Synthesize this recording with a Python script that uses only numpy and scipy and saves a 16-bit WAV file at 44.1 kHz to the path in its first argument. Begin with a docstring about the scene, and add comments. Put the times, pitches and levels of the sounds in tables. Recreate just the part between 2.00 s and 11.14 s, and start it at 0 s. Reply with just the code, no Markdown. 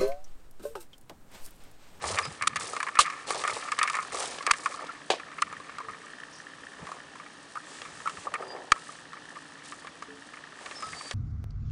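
"""Footsteps on loose ballast

Someone walks on loose stones between parked freight cars and climbs onto a steel step, small camera in hand.
Stones crunch and slide as showers of short noise scratches, and cloth rustles as swells of shaped hiss.
Every jolt and knock sends a blow and rough noise through resonances: the hollow camera case rings.
The lens drive ticks 59.94 times a second, thin squeals are trembling sine tones, and steel parts sing and fade.
Shaped noise makes the drone of the yard, the puffs of wind and the hiss of the microphone."""
import sys
import numpy as np
from scipy import signal
from scipy.fft import rfft, irfft, next_fast_len
from scipy.io import wavfile
from scipy.ndimage import uniform_filter1d

SR = 44100
rng = np.random.default_rng(int(sys.argv[2]) if len(sys.argv) > 2 else 0)


def boost_factor(decibels):
    """Convert a level in decibels to a linear amplitude factor."""
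    exponent = np.asarray(decibels, float) / 20
    return 10 ** exponent


def output_pcm(signal):
    """Save a mono or channel-first signal as 16-bit PCM at the path in sys.argv[1].

    Samples are clipped to [-1, 1] before scaling.
    """
    pcm = np.clip(np.atleast_2d(signal).T, -1, 1) * 32767
    wavfile.write(sys.argv[1], SR, np.round(pcm).astype(np.int16))


N = 403074  # length in samples

# All source levels are those ahead of record(), which bends and scales the mix.
# Resonance widths are for one pass of the filter; ring() makes two.

# Steady noise of the yard. Each row: frequency in Hz, strength per Hz in dB.
YARD_SPECTRUM = [(15, -73), (25, -33), (50, -13.5), (100, -20.5), (210, -7), (274, -4.5), (366, -7.5),
                 (760, -10.5), (1040, -8), (1240, -7.5), (1480, -10), (1760, -8.5), (2110, -16.5),
                 (2870, -13), (5000, -19), (6500, -21.5), (7500, -32), (7850, -21), (8200, -27.5),
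                 (11000, -40)]
YARD_DB, HISS_DB = -49, -57
# Far engines. Each row: frequency in Hz, width in Hz, level in dB before it wavers.
ENGINES = [(289, 37, -60), (155.3, 32, -63.5)]
# Puffs of wind and arm swing on the microphone. Each row: peak time in seconds, half length in seconds,
# level in dB before the gusts.
PUFFS = [(0.096, 0.088, -42.5), (0.282, 0.036, -50), (0.527, 0.13, -52), (1.317, 0.031, -57),
         (1.53, 0.04, -56), (2.134, 0.094, -66), (3.466, 0.045, -56), (3.595, 0.016, -53),
         (3.696, 0.013, -60), (3.903, 0.034, -59), (4.83, 0.016, -43), (5.975, 0.049, -55),
         (5.82, 0.015, -56), (6.14, 0.01, -53), (6.188, 0.013, -49), (6.306, 0.035, -59), (8.056, .15, -67),
         (8.9, 0.066, -53)]
CALM_DB = -66.5  # rumble between the puffs

# Shoes pressing into the stones. Each row: start in seconds, hold in seconds, level of the grit in dB,
# level of the stone bed in dB.
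STEPS = [(0.01, 0.14, -33.5, -36), (0.591, 0.12, -37.5, -41.5), (0.82, 0.074, -70, -50),
         (1.046, 0.26, -51, -53.5), (1.264, 0.11, -33.5, -38), (1.476, 0.091, -34, -38),
         (1.71, 0.97, -44.5, -50.5), (2.117, 0.086, -33.5, -35), (2.684, 0.18, -46.5, -46),
         (4.784, 0.14, -62, -47.5), (5.652, 0.51, -61, -56), (6.243, 0.087, -69, -40),
         (6.38, 0.11, -58, -41.5), (6.53, 0.054, -79, -41), (6.732, 0.19, -50, -58),
         (7.63, 0.018, -46, -74), (8.57, 0.23, -52.5, -50), (8.79, 0.49, -47, -49)]
STEP_RISE_S, STEP_T60_S = 0.013, 0.71
REST_GRIT_DB, REST_BED_DB = -55, -58  # stones keep shifting between the steps
# Colour of the grit. Each row: frequency in Hz, strength per Hz in dB.
GRIT_SPECTRUM = [(1200, -15.5), (2000, -12.5), (3000, -8), (4500, -4.5), (6500, -7.5), (8500, -5.5),
                 (11000, -10)]
TREBLE_WAVER_DB = 2.5  # the level of the grit's top wavers at random
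# Ringing of stones of four sizes: one frequency in Hz for each.
CLACK_HZ = [1000, 1490, 2020, 2700]
CLACK_DB = -14  # against the grit
# Rustle of the case in the hand. Each row: time in seconds, level in dB.
GRIP = [(0, -43), (.2, -34.5), (.36, -52), (.55, -38.5), (.9, -52), (1.07, -30.5), (1.25, -45.5),
        (1.45, -37), (1.62, -39), (1.88, -34), (2.1, -41.5), (2.47, -43.5), (2.87, -39), (3.1, -59),
        (3.3, -45), (3.94, -47.5), (4.3, -56), (4.81, -49), (5.4, -61.5), (5.83, -49), (6.46, -54.5),
        (6.7, -74), (6.9, -52), (7.05, -63), (7.69, -54), (8.3, -58), (8.63, -49.5), (9.14, -46.5)]

# Soft even hiss, as of cloth sliding. Each row: start, rise, hold and fall in seconds, level in dB
# before it flutters.
RUSTLES = [(.01, .02, 0.094, 0.089, -44), (.22, .03, 0.088, 0.054, -49.5), (0.402, .03, 0.094, .03, -59.5),
           (.59, 0.018, 0.15, .05, -47.5), (0.756, .02, 0.11, 0.017, -53.5), (1.038, .02, 0.16, .03, -52),
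           (1.265, 0.018, 0.38, 0.087, -47), (1.656, 0.027, .4, .04, -54.5), (2.129, .02, 0.12, .15, -40),
           (2.3, 0.042, 0.21, 0.25, -54), (4.796, .07, 0.078, .06, -51.5), (7.636, .01, 0.026, .03, -53),
           (5.607, 0.094, 0.55, .04, -46.5), (6.742, .06, 0.2, .04, -51.5), (8.536, 0.12, .4, .1, -47)]
# Colour of that hiss. Each row: frequency in Hz, strength per Hz in dB.
RUSTLE_SPECTRUM = [(400, -14), (1000, -1.5), (2500, 1), (5000, -2), (8000, 0), (11000, -8)]

# Ringing of one lens step. Each row: frequency in Hz, width in Hz, gain in dB.
TICK_MODES = [(1824, 330, -21), (1282, 240, -6), (3000, 400, -17)]
# Lens steps with a level of their own, loud or faint. Each row: time in seconds, peak level in dB.
SET_TICKS = [(3.2326, -29.5), (3.5663, -28), (3.934, -30.5), (4.0677, -33), (4.1011, -33), (4.1345, -29),
             (4.1829, -32), (4.2014, -29.5), (4.2338, -27), (4.4009, -30), (4.4493, -49), (4.4677, -29),
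             (4.5346, -32), (4.6354, -31), (4.6683, -29), (4.7346, -35), (4.7691, -38), (5.002, -31),
             (5.2684, -41), (5.4854, -42), (5.6027, -34), (5.6695, -35), (5.7364, -41), (5.9354, -40),
             (6.0023, -31), (6.4852, -46), (6.5036, -32), (6.5705, -39), (6.6189, -34), (6.6518, -41),
             (6.6852, -39), (6.9694, -51), (7.2379, -40), (7.2858, -33), (7.3043, -30), (7.4195, -34),
             (7.4864, -42), (7.6196, -34), (7.9199, -47), (8.105, -31), (8.1863, -42), (8.2531, -43),
             (8.3205, -39), (8.4387, -30), (8.539, -39)]
TICK_START_S, TICKS_PER_S = .0115, 59.94
TICK_DB, WEAK_TICK_DB = -34, -5  # loudest of the other steps; how much every second one is weaker
TICK_SCATTER_DB = 9  # each of them is quieter by a random amount up to this

# Jolts and knocks. Each row: start in seconds, case ring in dB, then upper case ring, scrape and thud in dB
# relative to the case ring. 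These are peak levels.
KNOCKS = [(.039, -24, -2.5, -13, 2.5), (0.102, -31.5, -10, -6.5, 6.5), (0.1728, -26, 7.5, -16, -24),
          (0.1851, -13.5, 0, 3, -23), (0.2513, -29.5, -8, 9, 0), (0.4092, -23, -1.5, -27, -17),
          (0.4211, -19.5, 2.5, 5.5, -18), (.434, -22, -2, -13.5, -12), (0.557, -19.5, 0.5, 3.5, -14),
          (0.5643, -25, 5, 7.5, -18), (0.586, -31, -11, -17, -16), (0.607, -31.5, -21, 7.5, -13),
          (0.732, -24, -20, -14, -1), (0.749, -28.5, -11, -22, -4), (0.7638, -20, -1.5, -4.5, -12),
          (0.801, -20, 2, -3, -24), (0.827, -20, 0, 0.5, -36), (0.865, -24.5, 0, -6, -17),
          (0.8707, -30.5, 9.5, -18, -11), (0.8832, -23, 1, -5, -19), (.952, -24.5, 2.5, -1, -10),
          (.969, -19, -2, -54, -31), (1.059, -25.5, 2.5, -1, -21), (1.0686, -28, -1, -7, -23),
          (1.099, -31, 5, 2.5, -24), (1.126, -41, -1, -14.5, -25), (1.191, -39, 0, 1, -9),
          (1.288, -31.5, -11, 5, 2), (1.3043, -18, -4.5, 5.5, 0.5), (1.321, -27, -5, -32, -9),
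          (1.344, -28.5, -11, 5.5, 4), (1.4361, -18.5, -3.5, -3, -8), (1.448, -15, -6, -28, -8.5),
          (1.475, -18, -2.5, 5.5, -14), (1.495, -23, 1, -11.5, -3), (1.512, -26, -13, -20, -3),
          (1.684, -25, -4, -27, -52), (1.717, -15.5, -2, -1, -29), (1.787, -16.5, 1.5, 3, -15),
          (1.812, -13, -0.5, -40, -17), (1.828, -13.5, -2, 5.5, -29), (1.836, -19, -13, -7.5, -24),
          (1.8504, -23.5, -1, -19, -23), (1.8741, -24.5, 7, 4, -17), (1.897, -20.5, -2.5, 3.5, -33),
          (1.93, -26, -4, 2, -18), (1.94, -22, 2, -2.5, -21), (1.9507, -21, 0, 2.5, -17),
          (1.9661, -20, -3, -7, -12), (1.986, -15, -7, -37, -16), (2.025, -29, -22, 1, -8),
          (2.082, -45.5, -6, 14, -13), (2.1438, -25.5, -21, 4.5, -0.5), (2.183, -31, -11, -5.5, -9),
          (2.203, -29.5, -1, 2.5, -8), (2.221, -29.5, -13, -7, -2), (2.236, -35, -8, 2, 7),
          (2.383, -33.5, -3, 8, 3), (2.424, -33, -3, 6, -6), (2.4054, -26.5, -4, -24, -7),
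          (2.4637, -14.5, -2, 3, -28), (2.4725, -18, 2.5, -35, -3), (2.486, -24, -9, -38, -5),
          (2.495, -20, -5, -33, -7), (2.5065, -17, 4.5, -12, -17), (2.534, -26, 5.5, -0.5, -22),
          (2.7396, -27.5, -15, -4.5, -12), (2.789, -28, -21, -22, -17), (2.82, -29, -18, -12, -7),
          (2.8393, -35, -12, -8, 4), (2.865, -41, 4, -8, -10), (2.889, -26.5, -15, -14.5, -28),
          (3.135, -29.5, -1, -18, 11.5), (3.1965, -30, 0, -2, -6), (3.314, -36, -2.5, -1, -7),
          (3.3827, -27.5, 0, -8.5, -13), (3.5246, -27.5, -6, -5.5, -9), (3.599, -31.5, -10, -5, -3),
          (3.6928, -30, -4, -10, -7), (3.782, -24, -12, -5.5, -16), (3.8006, -25, -10, -15, -9),
          (3.8833, -25, -9.5, -21, -11), (3.8961, -32, -3, -23, -12), (4.867, -29, -5, -3.5, -19),
          (4.887, -30.5, -11, -12, -14), (4.965, -38, -12, -15, -12), (4.915, -24, -15, -9, -8.5),
          (5.153, -32.5, -6, -20, -24), (5.197, -32, -3, -10, -16), (5.2603, -37, 2.5, -13, -6),
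          (5.5537, -24.5, -12, -11, -16), (5.568, -21.5, -18, -22, -27), (5.816, -34.5, -1, 10.5, -1.5),
          (5.8504, -34.5, 1.5, -3.5, -24), (5.9998, -36.5, -15, -7.5, -15), (6.056, -20.5, -27, -13, -12),
          (6.072, -14, -9, -12, -28), (6.0934, -28, -8, -1, -15), (6.169, -32, -2, -15, -20),
          (6.183, -43, -10, -13, 6), (6.2679, -20.5, -29, -30, -8), (6.3375, -17.5, -4, -4.5, -24),
          (6.3507, -24, 2.5, -19, -8), (6.422, -27, -8, -23, -15), (6.562, -34.5, -2, -25, 2),
          (6.759, -31, -4, -12, -11), (6.772, -37, -8, -18, -11), (6.888, -30, -17, -18, -12),
          (7.1295, -28.5, -7, -8, -23), (7.1677, -34.5, -0.5, -15, -14), (7.356, -36.5, 0, -4, -26),
          (7.3666, -29.5, -17, -14, -12), (7.72, -28.5, -7, -5, -14), (7.845, -32.5, -13, -19, -5),
          (7.869, -35, -0.5, 4, -5), (8.0214, -28, -5, -4, -9), (8.334, -36, 3, -20, -15),
          (8.369, -37, 1, -14, -11), (8.6582, -34, 8, 8, -4), (8.71, -34.5, 3, 6, 0),
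          (8.823, -25, -8, -2, -12), (8.9278, -36.5, 9.5, 3, -2)]
# Hard blows and footfalls. Each row: the five columns of the knocks, then skid in seconds, its t60 in seconds,
# how long the push is held in seconds, its t60 in seconds, size of the first contact (a plain factor),
# top of the scrape in Hz, rise in seconds.
STOMPS = [(0.4705, -8, -5, 1, -40, 0.0075, 0.012, 0.0025, 0.016, 0.2, 11900, 0.0015),
          (0.9873, -2, -10, -2.5, -16.5, 0.025, 0.087, 0.0099, 0.017, 1.5, 12100, 0.001),
          (2.5089, -3.5, -5.5, 1, -47, 0.0055, 0.015, .003, 0.0079, 1.2, 12300, 0.0016),
          (2.6573, -11.5, -5.5, -9, -40, 0.0012, .016, .001, 0.047, 1.1, 9000, 0.0014),
          (3.101, -26, 9.5, 14.5, 18.5, 0.013, 0.14, .001, 0.062, 1.5, 4430, 0.00069),
          (3.4185, -9.5, -5.5, -1, -24.5, 0.0033, 0.0099, 0.0049, 0.024, 0.28, 12000, 0.0024),
          (6.718, -2, -4.5, -1.5, -19, 0.00053, 0.0052, 0.00079, 0.024, 1.8, 6000, 0.001),
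          (9.1095, -34, 8, 15.5, 4.5, 0.0011, 0.022, .001, 0.034, 0.75, 4930, 0.001)]
# Lower ringing of the hollow case. Each row: frequency in Hz, width in Hz, gain in dB.
CASE_LOW = [(1168, 356, 5), (1263, 303, 6.5)]
# Upper ringing of the case. Each row: frequency in Hz, width in Hz, gain in dB.
CASE_HIGH = [(1747, 254, -1.5), (2224, 590, -4)]
# Thin part of the case that scrapes excite. Each row: frequency in Hz, width in Hz, gain in dB.
SHELL = [(4630, 180, -6)]
# Dull ringing of struck things and of the stone bed. Each row: frequency in Hz, width in Hz, gain in dB.
THUD = [(409, 315, -4), (507, 336, -0.5), (854, 500, -3.5)]
GRIP_SHIFT = 0.033  # typical share by which the case rings higher or lower from knock to knock
BLOW, SETTLE = 1, 0.084  # size of the first contact and of the long tail, against the push
CRACK_S, CRACK = 0.0026, 0.58  # decay and size of the crack at first contact
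CLATTER_DB = 2.5  # a scrape breaks up into separate contacts
SCRAPE_T60_S = 0.017  # of a knock
PUSH_T60_S, SCRAPE_TOP_HZ = 0.038, 6000  # of a knock at -30 dB
HARD_SHORTER, HARD_BRIGHTER = 0.011, 0.12  # for each dB above that: push shorter, scrape top higher (shares)
SOFT_EDGE, SOFT_RISE_S = 0.58, 0.0027  # knocks have this share of the first contact and swell over this time

# Soft bumps of the hand on the case. Each row: peak time in seconds, half length in seconds, frequency in Hz,
# level in dB.
BUMPS = [(.07, .03, 74.4, -39), (.135, 0.03, 95, -35), (.235, .025, 88, -42), (.283, 0.011, 145, -32),
         (.32, 0.01, 85, -41), (.425, .012, 115, -45), (.487, .012, 179, -47), (.53, 0.011, 110, -49),
         (.585, 0.016, 115, -47), (.64, 0.013, 100, -54), (4.835, 0.0067, 120, -45)]

# Thin squeals, one list each. Each row: time in seconds, pitch in Hz, level in dB before a 10 dB lift.
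SQUEALS = [
    [(0.21, 4820, -64), (0.246, 4960, -46), (0.284, 5000, -56), (0.3, 4826, -69)],
    [(4.32, 5670, -60), (4.364, 5400, -59), (4.41, 5900, -60), (4.43, 5950, -71)],
    [(6.41, 4800, -72), (6.47, 4800, -61), (6.512, 4795, -52), (6.55, 4790, -67), (6.62, 4785, -79)],
    [(8.74, 5500, -62), (8.766, 5350, -53), (8.805, 5180, -46.5), (8.85, 5050, -55), (8.95, 4850, -63)],
    [(8.9, 4600, -66), (8.98, 4605, -51), (9.068, 4610, -52), (9.09, 4605, -60), (9.17, 4590, -60)],
]
# How far the pitch of each squeal trembles, as a share.
SQUEAL_BLUR = [0.0216, 0.086, 0.003, 0.03, 0.003]

# Moments when steel parts start to sing, in seconds.
SING_START_S = [8.822, 6.4, 3.83, 8.08, 8.08, 6.725]
# What they sing. Each row: frequency in Hz, level in dB, t60 in seconds.
SING_TONES = [(1289, -28.5, 0.35), (381, -40.5, 1), (447, -43.5, 0.82), (438, -40, 0.39), (277, -42, 0.69),
              (1310, -34, 0.27)]

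LOPSIDED = 0.2  # uneven overload: the hardest knocks gain a low thump
TOP_HZ, CLIP = 10080, .71  # top of the sound; highest sample value


def unit(x):
    """Scales a sound to rms 1."""
    return x / np.sqrt(np.mean(x ** 2))


def ring(x, modes, shift=1):
    """Sum of resonances, each applied twice for steep skirts; neighbours in opposite phase."""
    out = 0
    for k, (hz, width, db) in enumerate(modes):
        b, a = signal.iirpeak(hz * shift, hz / width, SR)
        once = signal.lfilter(b, a, x)
        out = out + (-1) ** k * boost_factor(db) * signal.lfilter(b, a, once)
    return out


def colour(x, points):
    """Shapes the spectrum along (Hz, dB) points."""
    hz, db = np.transpose(points)
    size = next_fast_len(len(x))
    log_hz = np.log(np.maximum(np.arange(size // 2 + 1) * SR / size, 1))
    gain = boost_factor(np.interp(log_hz, np.log(hz), db))
    return irfft(rfft(x, size) * gain, size)[:len(x)]


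def walk(rate):
    """Random curve of rms 1: levels held for 1 / rate seconds, smoothed twice."""
    k = int(SR / rate)
    held = np.repeat(rng.standard_normal(N // k + 1), k)
    return unit(uniform_filter1d(uniform_filter1d(held, k), k)[:N])


def curve(table):
    """Columns of a table that starts with seconds, at every sample."""
    s, *columns = np.transpose(table)
    return [np.interp(np.arange(N) / SR, s, c) for c in columns]


def yard():
    """Steady broad noise with wavering engine drones, which are noise through narrow resonances."""
    out = boost_factor(YARD_DB) * unit(colour(rng.standard_normal(N), YARD_SPECTRUM))
    for hz, width, db in ENGINES:
        engine = unit(ring(rng.standard_normal(N), [(hz, width, 0)]))
        out = out + boost_factor(db + 1.0 * walk(3.1)) * engine
    return out


def microphone_hiss():
    """Even white noise of the microphone."""
    return boost_factor(HISS_DB) * rng.standard_normal(N)


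def wind():
    """Gusty low rumble that swells with each puff on the microphone."""
    t = np.arange(N) / SR
    gusts = boost_factor(2 * walk(20))
    low_band = signal.butter(3, [62, 210], "band", fs=SR, output="sos")
    rumble = signal.sosfilt(low_band, rng.standard_normal(N) * gusts)
    size = boost_factor(CALM_DB) + sum(boost_factor(db) * np.exp(-((t - s) / half) ** 2) for s, half, db in PUFFS)
    return size * unit(rumble)


def stones(per_s, spread_db, smear_s):
    """Dense stone contacts of unequal size, each a short scratch of noise."""
    chance = np.minimum(rng.exponential(size=N), 3)
    hits = (rng.random(N) < per_s / SR) * boost_factor(spread_db * chance)
    fade = np.exp(-1 / (smear_s * SR))
    return rng.standard_normal(N) * signal.lfilter([1], [1, -fade], hits)


def grit_half(side):
    """Scratching stones with a little steady noise, kept only below ("low") or above ("high") 4800 Hz."""
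    scratches = unit(stones(1300, 8.4, 0.0023)) + 0.11 * rng.standard_normal(N)
    split = signal.butter(3, 4800, side, fs=SR, output="sos")
    return signal.sosfilt(split, colour(scratches, GRIT_SPECTRUM))


def gravel():
    """Under each step grit hisses, single stones clack and the bed of stones shifts below."""
    t = np.arange(N) / SR
    grit_size, bed_size = boost_factor(REST_GRIT_DB), boost_factor(REST_BED_DB)
    for s, hold, grit_db, bed_db in STEPS:
        fade = boost_factor(-60 * np.maximum(t - s - hold, 0) / STEP_T60_S)
        weight = np.clip((t - s) / STEP_RISE_S, 0, 1) * fade
        # independent noises add by power
        grit_size = np.hypot(grit_size, boost_factor(grit_db) * weight)
        bed_size = np.hypot(bed_size, boost_factor(bed_db) * weight)
    # low and high halves of the grit hiss are made separately; the high half wavers
    low, high = grit_half("low"), grit_half("high")
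    grit = unit(low + high * boost_factor(TREBLE_WAVER_DB * (walk(15) - .5)))
    clack = unit(sum(ring(stones(44, 2.5, 0.0005), [(hz, hz / 3, 0)]) for hz in CLACK_HZ))
    bed = unit(ring(stones(400, 3, 0.006), THUD))
    return grit_size * (grit + boost_factor(CLACK_DB) * clack) + bed_size * bed


def grip():
    """The gripping hand rustles the case: many tiny contacts make it ring."""
    tremor = stones(300, 2.4, .003)
    case = unit(ring(tremor, CASE_LOW) + ring(tremor, CASE_HIGH))
    return boost_factor(curve(GRIP)[0]) * case


def rustle():
    """Smooth swells of fluttering hiss, as of cloth sliding."""
    t = np.arange(N) / SR
    size = 0
    for s, rise, hold, fall, db in RUSTLES:
        corners = np.cumsum([s, rise, hold, fall])
        size = size + boost_factor(db) * np.interp(t, corners, [0, 1, 1, 0])
    flutter = boost_factor(1.3 * walk(25))
    return size * flutter * unit(colour(rng.standard_normal(N), RUSTLE_SPECTRUM))


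def lens_drive():
    """Evenly timed ticks, every second one weaker, and now and then the pattern swaps."""
    times = np.arange(TICK_START_S, N / SR, 1 / TICKS_PER_S)
    swaps = np.cumsum(rng.random(len(times)) < .04)
    weak = (np.arange(len(times)) + swaps) % 2 == 0
    steps = np.zeros(N)
    tick_db = TICK_DB + WEAK_TICK_DB * weak - TICK_SCATTER_DB * rng.random(len(times))
    steps[(times * SR).astype(int)] = boost_factor(tick_db)
    for s, db in SET_TICKS:
        nearest = times[np.abs(times - s).argmin()]
        steps[int(nearest * SR)] = boost_factor(db)
    # each step is a short shove of tone and noise, not a spike
    size = int(.005 * SR)
    swell = np.hanning(size)
    tone = swell * np.sin(2 * np.pi * 1800 * np.arange(size) / SR)
    shove = tone + 1.3 * swell * rng.standard_normal(size)
    tick = ring(np.pad(shove, (0, 800)), TICK_MODES)
    return signal.fftconvolve(steps, tick / np.abs(tick).max())[:N]


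def lowpass(x, hz):
    """Takes away what lies above a frequency, with a gentle slope."""
    return signal.lfilter(*signal.butter(2, hz, fs=SR), x)


def strike(size, db, upper_db, scrape_db, thud_db, skid, scrape_t60, held, push_t60, edge, top_hz, rise_s):
    """A blow, its crack and the rough push after it ring the case; the struck thing scrapes and thuds."""
    t = np.arange(size) / SR
    noise = rng.standard_normal(size)
    shift = 1 + GRIP_SHIFT * rng.standard_normal()

    def fade(hold, t60):
        """Stays full for the hold, then falls by 60 dB in t60."""
        return np.exp(-np.log(1000) * np.maximum(t - hold, 0) / t60)

    late = t - .0015  # the first contact peaks here
    blow = BLOW * np.exp(-(late / 0.000093) ** 2)
    crack = CRACK * (late > 0) * np.exp(-late / CRACK_S)
    rise = (1 - np.exp(-t / rise_s)) ** 2
    push = edge * blow + noise * rise * fade(held, push_t60)
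    fast = rise * fade(skid, scrape_t60)
    # loose stones settle for longer, and only their duller part carries
    slow = SETTLE * rise * fade(0, 7.8 * scrape_t60)

    clatter = uniform_filter1d(np.repeat(rng.standard_normal(size // 100), 100), 60)
    scratch = signal.lfilter(*signal.butter(2, 2100, "high", fs=SR), noise)
    sharp = lowpass((scratch + ring(noise, SHELL)) * boost_factor(CLATTER_DB * clatter), top_hz)
    soft = lowpass(sharp, min(top_hz, 5500))
    scrape = 2.4 * sharp * (fast + edge * crack) + soft * (fast + 1.9 * slow)
    thud = ring(4 * edge * blow + noise * (fast + slow), THUD, shift)
    parts = [(ring(push, CASE_LOW, shift), 0), (ring(push, CASE_HIGH, shift), upper_db),
             (scrape, scrape_db), (thud, thud_db)]
    return sum(boost_factor(db + rel_db) * p / np.abs(p).max() for p, rel_db in parts)


def knocks():
    """Places every strike in time; harder knocks push more briefly and scrape more brightly."""
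    events = list(STOMPS)
    for row in KNOCKS:
        harder = row[1] + 30
        push_t60 = PUSH_T60_S * np.exp(-HARD_SHORTER * harder)
        top_hz = min(SCRAPE_TOP_HZ * np.exp(HARD_BRIGHTER * harder), SR / 3)
        events.append((*row, 0, SCRAPE_T60_S, 0, push_t60, SOFT_EDGE, top_hz, SOFT_RISE_S))
    size = 9000  # samples kept of each strike
    out = np.zeros(N + size)
    for s, *settings in events:
        start = int(s * SR)
        out[start:start + size] += strike(size, *settings)
    return out[:N]


def bumps():
    """Short low swings of the microphone in its mount: sines that swell and fade."""
    t = np.arange(N) / SR
    out = 0
    for s, half, hz, db in BUMPS:
        swell = np.exp(-((t - s) / half) ** 2)
        out = out + boost_factor(db) * swell * np.sin(2 * np.pi * hz * (t - s))
    return out


def squeals():
    """Thin tones that fade in and out; the more the pitch trembles, the more they blur into a whisper."""
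    out, t = 0, np.arange(N) / SR
    for table, blur in zip(SQUEALS, SQUEAL_BLUR):
        hz, db = curve(table)
        first, last = table[0][0], table[-1][0]
        gate = np.clip(np.minimum(t - first, last - t) / 0.022, 0, 1)
        size = gate * boost_factor(db + 10.0 + 3.9 * walk(71))
        turns = np.cumsum(hz * (1 + blur * walk(1400))) / SR
        out = out + size * np.sin(2 * np.pi * turns)
    return out


def singing_steel():
    """Lone tones of the steelwork that start quickly and die away evenly."""
    out = 0
    for s, (hz, db, t60) in zip(SING_START_S, SING_TONES):
        t = np.maximum(np.arange(N) / SR - s, 0)
        size = boost_factor(db) * (1 - np.exp(-t / 0.004)) * np.exp(-np.log(1000) * t / t60)
        out = out + size * np.sin(2 * np.pi * hz * t)
    return out


def scene():
    """All sources at one microphone."""
    background = yard() + microphone_hiss() + wind()
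    walking = gravel() + grip() + rustle()
    handling = lens_drive() + knocks() + bumps()
    return (background + walking + handling + squeals() + singing_steel())[None]


def top_cut(x):
    """Nothing passes above the cut-off."""
    return signal.sosfilt(signal.butter(12, 10150, fs=SR, output="sos"), x)


def record(dry):
    """The camera cuts the top, rounds the hard knocks and clips the hardest."""
    cut = signal.sosfilt(signal.ellip(8, .2, 60, TOP_HZ, fs=SR, output="sos"), dry)
    uneven = cut - LOPSIDED * np.abs(cut) ** 3
    bent = signal.lfilter(*signal.butter(1, 35, "high", fs=SR), uneven)
    rounded = np.tanh(0.55 * bent) / 0.83
    return top_cut(np.clip(rounded, -CLIP, CLIP))


dry = scene()
out = record(dry)
output_pcm(out)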